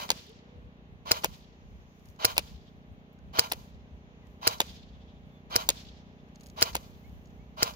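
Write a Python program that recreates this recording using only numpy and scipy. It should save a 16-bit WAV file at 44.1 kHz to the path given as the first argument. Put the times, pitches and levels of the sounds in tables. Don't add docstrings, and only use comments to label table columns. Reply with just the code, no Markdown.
import sys
import numpy as np
from scipy import signal
from scipy.fft import rfft, irfft, next_fast_len
from scipy.io import wavfile
from scipy.ndimage import map_coordinates

SR = 44100
rng = np.random.default_rng(int(sys.argv[2]) if len(sys.argv) > 2 else 0)


def pcm_store(signal):
    levels = np.round(np.clip(np.atleast_2d(signal), -1, 1) * 32767)
    wavfile.write(sys.argv[1], SR, levels.astype(np.int16).T)


def elevation(decibels):
    levels = np.asarray(decibels, float)
    return 10 ** (levels / 20)


N = 341775
PAD = SR // 10
M = N + 2 * PAD
SLAM_LAG = .000272

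POP_TIMES = [-.029, 1.1113, 2.2462, 3.3879, 4.4705, 5.5563, 6.6202, 7.6246]
# pop_db, barrel_whistle_db, piston_slam_db, upper_cylinder_note_db, spring_guide_note_db
SHOT_LEVELS = [(-11, -13.5, -13, -21, -17), (-10.5, -11, -8, -20.5, -18), (-9.5, 1.5, -9.5, -23, -19.5),
               (-10.5, -15.5, -7.5, -20, -18), (-11, -2.5, -9, -22, -19), (-15, -5, -11.5, -12, -22),
               (-10, -7, -7, -27.5, -12.5), (-12.5, -12, -11.5, -21, -17.5)]
# start_s, crack_db, hollow_knock_db, plate_ping_db, yard_tail_db
PELLET_HITS = [
    (0.1034, -4, -16, -12.5, -47),
    (1.2449, -5.5, -15, -25.5, -54),
    (2.3799, -4.5, -17.5, -18, -54),
    (3.521, -11, -22, -25.5, -59.5),
    (4.6035, -3.5, -14, -26.5, -48),
    (5.6898, -4, -17.5, -16, -46.5),
    (6.753, -11, -18, -33, -59.5),
]
# board_db, rim_db, bracket_db, splinter_db, ground_echo_db
STRIKE_NOTES = [(-15.5, -12.5, -10, -17, -20), (-26.5, -27.5, -16, -18, -27), (-16, -15.5, -20.5, -11, -24),
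                (-22.5, -25, -28, -15.5, -27), (-7.5, -25.5, -11, -17.5, -22), (-10, -13.5, -5.5, -12, -17),
                (-26, -26, -18.5, -18, -23)]
# frequency_hz, density_db (per Hz)
RATTLE_COLOUR = [(150, 0), (450, 7), (1000, -0.5), (2000, -10.5), (3300, -10.5), (4800, 1), (6800, -9),
                 (8800, -18.5), (11500, -18), (15300, -27.5)]


def unit(x):
    return x / np.sqrt(np.mean(x ** 2) + 1e-20)


def along(points, hz):
    f, v = np.transpose(points)
    return np.interp(np.log(hz + 1), np.log(f + 1), v)


def filtered(x, response):
    m = next_fast_len(x.shape[-1] + 4096)
    spectrum = rfft(x, m) * response(np.fft.rfftfreq(m, 1 / SR))
    return irfft(spectrum, m)[..., :x.shape[-1]]


def wobble(rate, size=M):
    knots = rng.standard_normal(int(size * rate / SR) + 4)
    return map_coordinates(knots, [np.arange(size) * rate / SR])


def level_curve(tables):
    s, db = np.concatenate(tables).T
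    return np.interp((np.arange(M) - PAD) / SR, s, db)


def swells(rows):
    t = (np.arange(M) - PAD) / SR
    total = np.zeros(M)
    for s, db, *fade in rows:
        decades = np.maximum((s - t) / abs(fade[0]), (t - s) / abs(fade[-1]))
        total += elevation(db) * 10 ** -decades
    return total


def noise(spectrum, alike, lo_hz=0, hi_hz=SR, size=M, top=15850):
    def turn(hz):
        return np.arccos(np.clip(along(alike, hz), -1, 1)) / 2

    def gain(hz):
        low_cut = 1 + (lo_hz / (hz + 1)) ** 6
        high_cut = 1 + (hz / hi_hz) ** 6
        return elevation(along(spectrum, hz)) / low_cut / high_cut * (hz < top)

    mid, side = filtered(rng.standard_normal((2, size)),
                         lambda hz: gain(hz) * [np.cos(turn(hz)), np.sin(turn(hz))])
    return unit(np.array([mid + side, mid - side]))


def add(track, s, sound):
    part = track[:, PAD + round(s * SR):][:, :sound.shape[-1]]
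    part += sound[..., :part.shape[1]]


def burst(spectrum, db, rise, t60, alike=0.62, lo_hz=0):
    t = np.arange(SR // 10) / SR
    puff = noise(spectrum, [(1000, alike)], lo_hz, size=len(t), top=17100)
    puff = puff * (1 - np.exp(-(t / rise) ** 2)) * elevation(-60 * t / t60)
    return elevation(db) * puff / abs(puff).max()


def ring(hz, db, rise, t60):
    t = np.arange(SR // 10) / SR
    return elevation(db - 60 * t / t60) * (1 - np.exp(-t / rise)) * np.sin(2 * np.pi * hz * t)


def hat(u):
    return (1 - u * u) * np.exp(-u * u / 2)


def lagged(sound, count):
    return np.array([np.roll(sound, count), sound])


def ports(pair, lag, tilt):
    left = filtered(pair[0], lambda hz: elevation(along(tilt, hz)) * np.exp(-2j * np.pi * hz * lag))
    return np.array([left, pair[1]])


def outdoor_air():
    # frequency_hz, density_db (per Hz)
    air_colour = [(150, -14), (300, -10), (450, -12.5), (700, -22), (1000, -20), (1400, -23), (2000, -24),
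                  (3200, -25), (4300, -27), (6500, -32.5), (7500, -48), (9500, -52), (13000, -41.5),
                  (15500, -43.5)]
    # time_s, level_db
    traffic = [
        [(0, -72.5), (1, -74.5), (3, -75), (6.2, -73.5), (7.75, -74)],
    ]
    alike = [(290, 0.58), (640, 0.92), (1400, -0.72), (3000, -0.18), (7000, -0.2)]
    return elevation(level_curve(traffic) + 11.0 + 0.45 * wobble(11)) * noise(air_colour, alike, 280, 4100)


def wind():
    # frequency_hz, density_db (per Hz)
    rumble_colour = [(25, -33), (40, -7.5), (58, 3), (85, -2.5), (120, -9.5), (200, -11.5), (400, -64.5)]
    # time_s, level_db
    lull = [
        [(0, -57), (3.5, -57.5), (4.6, -52.5), (7.75, -52)],
    ]
    # peak_s, level_db, fade_s
    gusts = [(.141, -53, 0.14), (.581, -47.5, 0.1), (.651, -48.5, 0.12), (.931, -48, .09),
             (1.061, -51.5, .11), (1.291, -44.5, 0.12), (1.731, -46, 0.17), (2.101, -50, 0.0533),
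             (2.391, -43.5, 0.2), (2.551, -47.5, 0.11), (2.781, -52.5, 0.085), (2.931, -42.5, .07),
             (3.281, -44.5, .14), (3.571, -46, 0.11), (3.751, -48, 0.12), (3.951, -49.5, .09),
             (4.301, -54, 0.12), (4.701, -49.5, .11), (4.911, -53, 0.12), (5.091, -54.5, .11),
             (5.271, -49.5, 0.14), (5.701, -49, 0.092), (5.891, -56, 0.094), (6.761, -47, 0.13),
             (7.131, -49, .22), (7.421, -53, 0.17), (7.731, -54, 0.1)]
    strength = (elevation(level_curve(lull)) + swells(gusts)) * elevation(-4.0 + 1.2 * wobble(11))
    return strength * noise(rumble_colour, [(30, 0.2), (100, 0.72)])


def leaves():
    # frequency_hz, density_db (per Hz)
    leaf_colour = [(3500, -25), (4200, -7.5), (5200, -3), (6500, 0.5), (7050, -1.5), (7350, -27)]
    # time_s, level_db
    breeze = [
        [(0, -84), (.8, -88.5), (1.9, -78.5), (2.9, -87), (4.2, -83), (5.3, -84.5), (6.2, -84), (7.2, -81.5),
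         (7.75, -84.5)],
    ]
    alike = [(290, 0.58), (640, 0.92), (1400, -0.72), (3000, -0.18), (7000, -0.2)]
    return elevation(level_curve(breeze) + 2.0 + .6 * wobble(23)) * noise(leaf_colour, alike)


def engine():
    # frequency_hz, gain_db
    exhaust = [(40, -22), (60, -4.5), (95, -3), (120, -9), (150, 4), (240, 3.5), (300, -8), (390, -6.5),
               (540, -14), (600, -7), (680, -14), (800, -12), (1000, -25.5), (2500, -110)]
    # time_s, level_db
    approach = [
        [(0, -56.5), (.16, -54), (.21, -64.5), (.38, -58), (2.1, -61.5), (2.7, -58), (5.2, -57), (7.75, -56)],
    ]
    weak_orders = np.array([11, 12, 17, 19, 21, 25, 29, 30])
    firing_hz, weak_db = 30.135, -8
    first_s = 4.9075 - 147 / firing_hz
    times = first_s + np.arange(int(N / SR * firing_hz)) / firing_hz
    when = PAD + np.round(times * SR).astype(int)
    size_db, late = rng.standard_normal((len(when), 2)).T
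    firings = np.zeros(M)
    firings[when + np.round(late).astype(int)] = -elevation(.5 * size_db)
    scatter = 2 * rng.standard_normal(60)

    def pipe_and_walls(hz):
        weak = weak_db * np.isin(np.round(hz / firing_hz), weak_orders)
        phase = np.clip(hz / 120 - 2.2, 0, 1) * np.interp(hz / firing_hz, np.arange(60), scatter)
        return elevation(along(exhaust, hz) + weak) * np.exp(1j * phase)

    chug = unit(filtered(firings, pipe_and_walls))
    pair = np.array([elevation(-1.0) * np.roll(chug, 6), chug])
    return elevation(level_curve(approach) + 2.5 + 0.49 * wobble(9.6)) * pair


def birds():
    # start_s, length_s, start_hz, end_hz, level_db
    calls = [
        (0.273, 0.059, 338, 450, -67),
        (.315, 0.136, 450, 484, -70.5),
        (.43, 0.28, 470, 495, -71.5),
        (5.3, .11, 3600, 3450, -85),
        (3.855, 0.036, 1630, 1560, -83),
        (4.21, 0.071, 2240, 1915, -82.5),
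        (7.039, 0.053, 2070, 2240, -75),
        (7.378, 0.071, 2030, 2270, -78),
    ]
    arch, waver_hz = 0.68, 9
    out = np.zeros((2, M))
    for s, length, start_hz, end_hz, db in calls:
        u = np.linspace(0, 1, round(length * SR))
        glide = (end_hz - start_hz) * u / arch * (2 - u / arch)
        pitch_hz = start_hz + glide + waver_hz * wobble(37, size=len(u))
        phase = 2 * np.pi * np.cumsum(pitch_hz) / SR
        flutter = elevation(4 * wobble(30, size=len(u)))
        call = [np.sin(phase + lag) + elevation(-13) * np.sin(2 * phase + 2 * lag) for lag in (-1.1, 0)]
        add(out, s, elevation(db + 11.0) * np.sqrt(np.sin(np.pi * u)) * flutter * np.array(call))
    return out


def cloth():
    # peak_s, level_db, rise_s, fade_s
    strokes = [
        (1.76, -90.5, 0.34, 1.05),
        (2.091, -73.5, 0.15, 0.087),
        (2.7, -93.5, 0.56, 0.65),
        (3.132, -81, 0.0069, .028),
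        (4.271, -83.5, 0.037, .38),
        (5.29, -92, 0.15, 0.44),
        (5.35, -96, 0.071, 0.069),
        (6.47, -73.5, 0.14, 0.21),
        (7.05, -75.5, 0.57, 0.55),
    ]
    colour = [(4000, -9.0), (6800, 2.5), (8000, -10.5), (10500, -5.5), (13500, 3.0), (15500, -4.5)]
    strength = swells(strokes) * elevation(1.5 * wobble(30)) + elevation(-95.5)
    return strength * noise(colour, [(1000, 0.09)], lo_hz=3000)


def hand():
    # start_s, peak_db
    snaps = [
        (3.1289, -62),
        (6.996, -64),
    ]
    # start_s, peak_db, bright_db
    ticks = [(0.266, -52, -10), (0.293, -53, -9), (0.3164, -59, -16.5), (1.995, -58, -14.5),
             (2.0555, -51, -12), (2.0865, -51.5, -12), (2.0996, -57, -6), (2.161, -58, -22),
             (3.188, -60.5, -21), (4.2693, -58, -18), (6.288, -65, -15), (6.349, -60, -26),
             (6.357, -45.5, -22), (6.398, -56, -25), (6.413, -54, -16), (6.438, -49, -12), (6.473, -55, -8),
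             (7.093, -61, -12), (6.408, -45.5, -15), (6.433, -50, -15), (6.46, -43.5, -19),
             (6.466, -44.5, -10.5), (6.486, -52, -25), (6.4983, -44.5, -19), (6.6106, -19.5, -7.5),
             (7.256, -53.5, -33), (7.272, -60, -34), (7.305, -62, -31.5)]
    snap_colour = [(6000, -12), (9000, -18), (11000, -9), (13500, 0), (15500, -8)]
    out = np.zeros((2, M))
    add(out, 3.187, ring(1500, -61, .002, .035))
    for s, db in snaps:
        add(out, s, burst(snap_colour, db, .001, .02, alike=.2))
    for s, db, bright_db in ticks:
        colour = [(2500, -13), (4500, -0.5), (6600, -6.0), (7600, -9.5),
                  (9500, bright_db + 5.5), (15000, bright_db - 4.5)]
        add(out, s, burst(colour, db - 0.5, 0.00096, 0.019, alike=0.13))
        add(out, s, ring(6650, db - 12 - bright_db / 4, .0005, .018))
    return out


def yard():
    # frequency_hz, density_db (per Hz)
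    yard_colour = [(1000, 10), (2000, -8), (3200, -7), (4500, -5.5), (6000, -7.5), (7000, -8.5),
                   (8500, -20.5), (12000, -27), (15300, -31.5)]
    # frequency_hz, density_db (per Hz)
    fence_colour = [(2200, -14), (3400, 0), (4600, -6), (7000, -20), (9000, -40)]
    # after_crack_s, peak_db (over the tail)
    walls = [
        (.072, 3),
        (.088, 4.5),
        (.106, -7),
        (0.159, -1.5),
        (.175, 0),
        (.192, -2),
        (.222, -5),
        (.28, -7.5),
    ]
    board_colour = [(2700, -14.5), (3450, -3), (4200, -13)]
    out, t = np.zeros((2, M)), np.arange(SR * 3 // 4) / SR
    size = len(t)
    for (s, *_, tail_db), (board_db, *_) in zip(PELLET_HITS, STRIKE_NOTES):
        swell = 1 - np.exp(-(t / 0.045) ** 2)
        body = noise(yard_colour, [(1000, 0.054)], 1900, 6700, size=size) * elevation(-60 * t / 0.81)
        sheen = noise(yard_colour, [(1000, 0.12)], lo_hz=7310, size=size) * elevation(-7.5 - 60 * t / 0.44)
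        note_db = board_db - tail_db - 55 + 4 * wobble(26.1, size=size) - 60 * t / 2.0
        note = noise(board_colour, [(1000, 0.12)], 2500, 4500, size=size) * elevation(note_db)
        lumps = elevation(2.5 * wobble(40, size=size))
        add(out, s, elevation(tail_db) * swell * lumps * (body + sheen + note))
        for after, db in walls:
            echo_db = tail_db + db + rng.normal(0, 2)
            echo = burst(fence_colour, echo_db, .005, .055, alike=-.1, lo_hz=2000)
            add(out, s + after + rng.normal(0, .002), echo)
    return out


def target():
    # frequency_hz, density_db (per Hz)
    crack_colour = [(200, -10.5), (500, 0), (950, -1.5), (1700, -6.5), (2600, 1), (3600, -3.5), (4800, -5),
                    (5800, -8.5), (6900, -13), (8500, -16.5), (11500, -16.5), (13500, -19), (15400, -24.5)]
    # start_s, peak_db
    grazes = [
        (0.09, -25),
        (1.235, -26),
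        (1.2393, -23.5),
        (2.366, -24.5),
        (3.516, -19),
        (4.6003, -29.5),
        (6.748, -25),
    ]
    # post_db, upper_plate_db
    overtones = [(-22.5, -21.5), (-29, -26), (-8.5, -20.5), (-29, -33), (-27.5, -22.5), (-23, -18.5),
                 (-25.5, -28)]
    out = np.zeros((2, M))
    for s, db in grazes:
        add(out, s, burst(crack_colour, db, 0.00097, 0.026, alike=0.5))
    for hit, strike, overtone in zip(PELLET_HITS, STRIKE_NOTES, overtones):
        s, crack_db, knock_db, ping_db, _ = hit
        board_db, rim_db, bracket_db, splinter_db, echo_db = strike
        post_db, upper_db = overtone
        notes = elevation([[4], [0]]) * ring(4800, ping_db + 1, .00015, .011)
        notes = notes + ring(3550, board_db, .0003, .009)
        notes = notes - lagged(ring(4200, rim_db + 3, .0003, .009), count=-2)
        notes = notes + ring(2650, post_db, .0003, .009) - ring(5350, upper_db, .0003, .009)
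        notes = notes + ring(6900, bracket_db, .0004, .012)
        crack = burst(crack_colour, crack_db - 9, .0002, .008, lo_hz=3000)
        knock = ring(930, knock_db - .5, .0002, .013)
        knock = knock + lagged(ring(1500, knock_db + 2, .0002, .008), count=5)
        add(out, s - .0003, crack + knock)
        add(out, s - .0001, notes)
        add(out, s - .0003, burst(crack_colour, splinter_db + 3, 0.00013, 0.012, lo_hz=9600))
        rattle = burst(crack_colour, crack_db - 17.0, 0.0017, 0.052, alike=0.21)
        add(out, s + 0.00076, rattle + ring(330, knock_db - 14, 0.00056, 0.025))
        ground = burst(crack_colour, echo_db, .0008, .016, lo_hz=3200)
        ground = ground + ring(520, knock_db - 9.5, .001, .018) + elevation(echo_db + 6) * notes
        add(out, s + .0114, ground)
        add(out, s + 0.012, burst(crack_colour, echo_db - 9.5, 0.00037, 0.053, alike=0.17))
    return -out


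def motor_gains(t):
    # full_speed_db, speed_power, full_load_db, unloaded_db
    layer_laws = [
        (-40, 0.73, -0.5, -1),
        (-44, 0.91, 9.5, 2.87),
        (-56, 0.57, 7, 9.5),
    ]
    trigger_s, wind_up_s, kick = -0.058, 0.02, 0.056
    cut_s, brake_s = 0.05, 0.03
    coast, coast_s = 0.063, 0.2
    spring_s = 0.025
    up, down = np.maximum(t - trigger_s, 0), np.maximum(t - cut_s, 0)
    speed = (up > 0) * (1 - (1 - kick) * np.exp(-(up / wind_up_s) ** 1.4))
    braking = (1 - coast) * np.exp(-(down / brake_s) ** 2)
    speed = speed * (braking + coast * np.exp(-(down / coast_s) ** 4))
    load = (t < 0) * np.exp(np.minimum(t, 0) / spring_s)
    free = np.sqrt(np.clip(t / cut_s, 0, 1))
    return [abs(speed) ** power * elevation(db + load_db * load + free_db * free)
            for db, power, load_db, free_db in layer_laws]


def motor():
    # frequency_hz, density_db (per Hz)
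    gear_colour = [(300, -13.5), (600, -5), (1100, 4), (1800, -11.5), (3000, -8), (4700, -11.5), (6500, -5),
                   (7800, -21.5), (9500, -26), (12000, -21.5), (15300, -25.5)]
    # frequency_hz, width_hz, gain_db
    shell_modes = [(450, 42, 0), (640, 60, 5), (980, 150, 2), (1144, 110, -2), (1385, 50, 10),
                   (1580, 51, 5), (2050, 70, 1), (2376, 83, 3.5), (3040, 120, 5.5), (3350, 26, -1.5),
                   (3900, 90, 8), (4300, 180, 4.5), (4630, 66, 5.5), (4950, 61, 3.5)]
    t = (np.arange(M) - PAD) / SR
    alike = [(800, 0.9), (4000, 0.29), (10000, 0.25)]
    drone = noise(gear_colour, alike, 260, 1300)
    mesh = noise(gear_colour, alike, 1500, 5500)
    brushes = noise(gear_colour, alike, lo_hz=7550)
    teeth = elevation(.6 * wobble(170) + 1.6 * wobble(700))
    pops = np.array(POP_TIMES)
    shot = np.searchsorted((pops[1:] + pops[:-1]) / 2, t)
    gains = motor_gains(t - pops[shot])

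    def shell(f):
        modes = sum(elevation(db) * 1j * f * w / (c * c - f * f + 1j * f * w) for c, w, db in shell_modes)
        return elevation(-4.5) * (1 + modes)

    return filtered(teeth * sum(gain * layer for gain, layer in zip(gains, (drone, mesh, brushes))), shell)


def slam():
    # frequency_hz, density_db (per Hz)
    slam_colour = [(500, -10), (1200, -0.5), (2200, 4.5), (3300, -11.5), (4800, -16.5), (5900, -8),
                   (6800, -10.5), (8800, -5.5), (11000, -7.5), (13500, -7.5), (15400, -22)]
    # frequency_hz, left_db, right_db
    head_modes = [(4200, -4.5, -3.5), (4700, -5, -6.5), (5200, -2, -4), (5750, 0, -3), (6900, 0, -4)]
    slam_after_s = .0059
    peak_s, spread_s = .0006, .0005
    rock = np.array([[-.27], [.12]]) * 2 * np.pi
    out = np.zeros((2, M))
    t = np.arange(SR // 200) / SR - .002 - peak_s + np.array([[SLAM_LAG], [0]])
    fall_db = t ** 2 / spread_s ** 2 * 10 / np.log(10)
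    for s, (*_, db, upper_db, guide_db) in zip(np.add(POP_TIMES, slam_after_s), SHOT_LEVELS):
        for (hz, *gain_db), size_db in zip(head_modes, [db, db, db, upper_db, guide_db]):
            mode = elevation(size_db + np.c_[gain_db] - fall_db) * np.cos(2 * np.pi * hz * t + rock)
            add(out, round(s * SR) / SR - .002, mode)
        add(out, s - .0006, burst(slam_colour, db - 6, 0.00075, .008, lo_hz=2510))
        add(out, s - .0004, ring(15350, db - 4, .0006, .008))
        add(out, s + 0.0022, burst(RATTLE_COLOUR, db - 7.0, 0.00059, 0.019, alike=0.55, lo_hz=890))
        shiver = burst(RATTLE_COLOUR, db - 17, .003, .04, alike=.4, lo_hz=3800)
        shiver = shiver + ring(15350, db - 27, .002, .03)
        add(out, s + .005, elevation([[-2.5], [0]]) * shiver)
    return out


def rifle():
    # frequency_hz, density_db (per Hz)
    jet_colour = [(500, -4), (1000, -11), (2000, 0.5), (3200, 6), (4600, -3), (6500, 2), (8500, -19),
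                  (11000, -7.5), (13000, -3), (15300, -9.5)]
    # after_pop_s, level_db, half_width_s
    piston_knocks = [
        (.0009, -17, .00018),
        (.0014, -20, .00035),
        (.0029, -18, .0001),
        (.0043, -16, .00018),
        (.0057, -8, .00012),
        (.0064, -16, .00011),
        (.007, -22, .0003),
        (.0086, -19, .0003),
        (.0104, -21, .0002),
    ]
    jet_after_s = .0026
    out, t = np.zeros((2, M)), np.arange(SR // 50) / SR
    knocks = sum(elevation(db - 3.5) * hat((t - after) / half) for after, db, half in piston_knocks)
    u = (t - .0006) / .00015
    pop = -1.3 * (u + .25) * np.exp(-u * u / 2)
    thump = elevation([[-16], [-19]]) * (hat((t - .0057) / .00019) - .5 * hat((t - .003) / .0006))
    for s, (pop_db, whistle_db, slam_db, *_) in zip(POP_TIMES, SHOT_LEVELS):
        add(out, s - .0004, elevation([[pop_db - 2], [pop_db]]) * pop)
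        puff = burst(jet_colour, pop_db - 5.5, .0004, 0.018, lo_hz=2300)
        add(out, s, puff + ring(1430, pop_db - 13, .00025, 0.031))
        add(out, s, knocks * elevation((slam_db + 4.0) / 2))
        add(out, s, thump)
        add(out, s + .107, burst(RATTLE_COLOUR, pop_db - 29, 0.0064, 0.042, alike=.3, lo_hz=600))
        add(out, s + 0.0011, -ring(110, -30.5, 0.0007, 0.09))
        add(out, s + .008, ring(470, -23.5, 0.0045, 0.042))
        jet = burst(jet_colour, pop_db - 6, .001, .009, lo_hz=3000)
        jet = jet + ring(4350, pop_db - 7, .0005, .008)
        jet = jet + elevation([[0], [-4]]) * ring(4950, pop_db - 5, .0005, .006)
        add(out, s + jet_after_s - .0004, jet)
        add(out, s + .0012, ring(15350, pop_db - 13, .0008, .012))
        add(out, s + jet_after_s - .0005, ring(11100, whistle_db, 0.00092, 0.0059))
    return out


def scene():
    # frequency_hz, difference_db
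    gun_tilt = [(60, -6.5), (110, -5), (200, 5), (380, -4), (700, 0.5), (1290, -4), (2380, 1), (4400, -0.5),
                (8120, 0.5), (15000, -0.5)]
    # frequency_hz, difference_db
    slam_tilt = [(500, -0.5), (2500, -1), (4500, -1), (6500, 4.5), (9000, 6.5), (15000, 0.25)]
    # frequency_hz, difference_db
    hit_tilt = [(60, -3), (110, -3), (200, 3.5), (380, 2), (700, 3), (1290, 0), (2380, 3.5), (4400, -1.5),
                (8120, -1.5), (15000, -3.5)]
    far = outdoor_air() + wind() + leaves() + engine() + birds() + cloth() + hand() + yard()
    near = ports(target(), .0002, hit_tilt)
    near = near + ports(slam(), SLAM_LAG, slam_tilt)
    near = near + ports(rifle() + motor(), .00042, gun_tilt)
    return (far + near)[:, PAD:PAD + N]


def low_pass(x):
    return signal.sosfilt(signal.butter(12, 17170, fs=SR, output="sos"), x)


def record(dry):
    # frequency_hz, gain_db
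    mic_response = [(6500, 0.5), (7050, -1.5), (7500, 0.5), (8500, -1.5), (14500, 2.5), (15400, 6.5),
                    (15900, -3), (16900, -8), (17200, -22), (17500, -73.5)]
    wet = np.clip(filtered(dry, lambda hz: elevation(along(mic_response, hz))), -1, 1)
    return low_pass(wet)


dry = scene()
out = record(dry)
pcm_store(out)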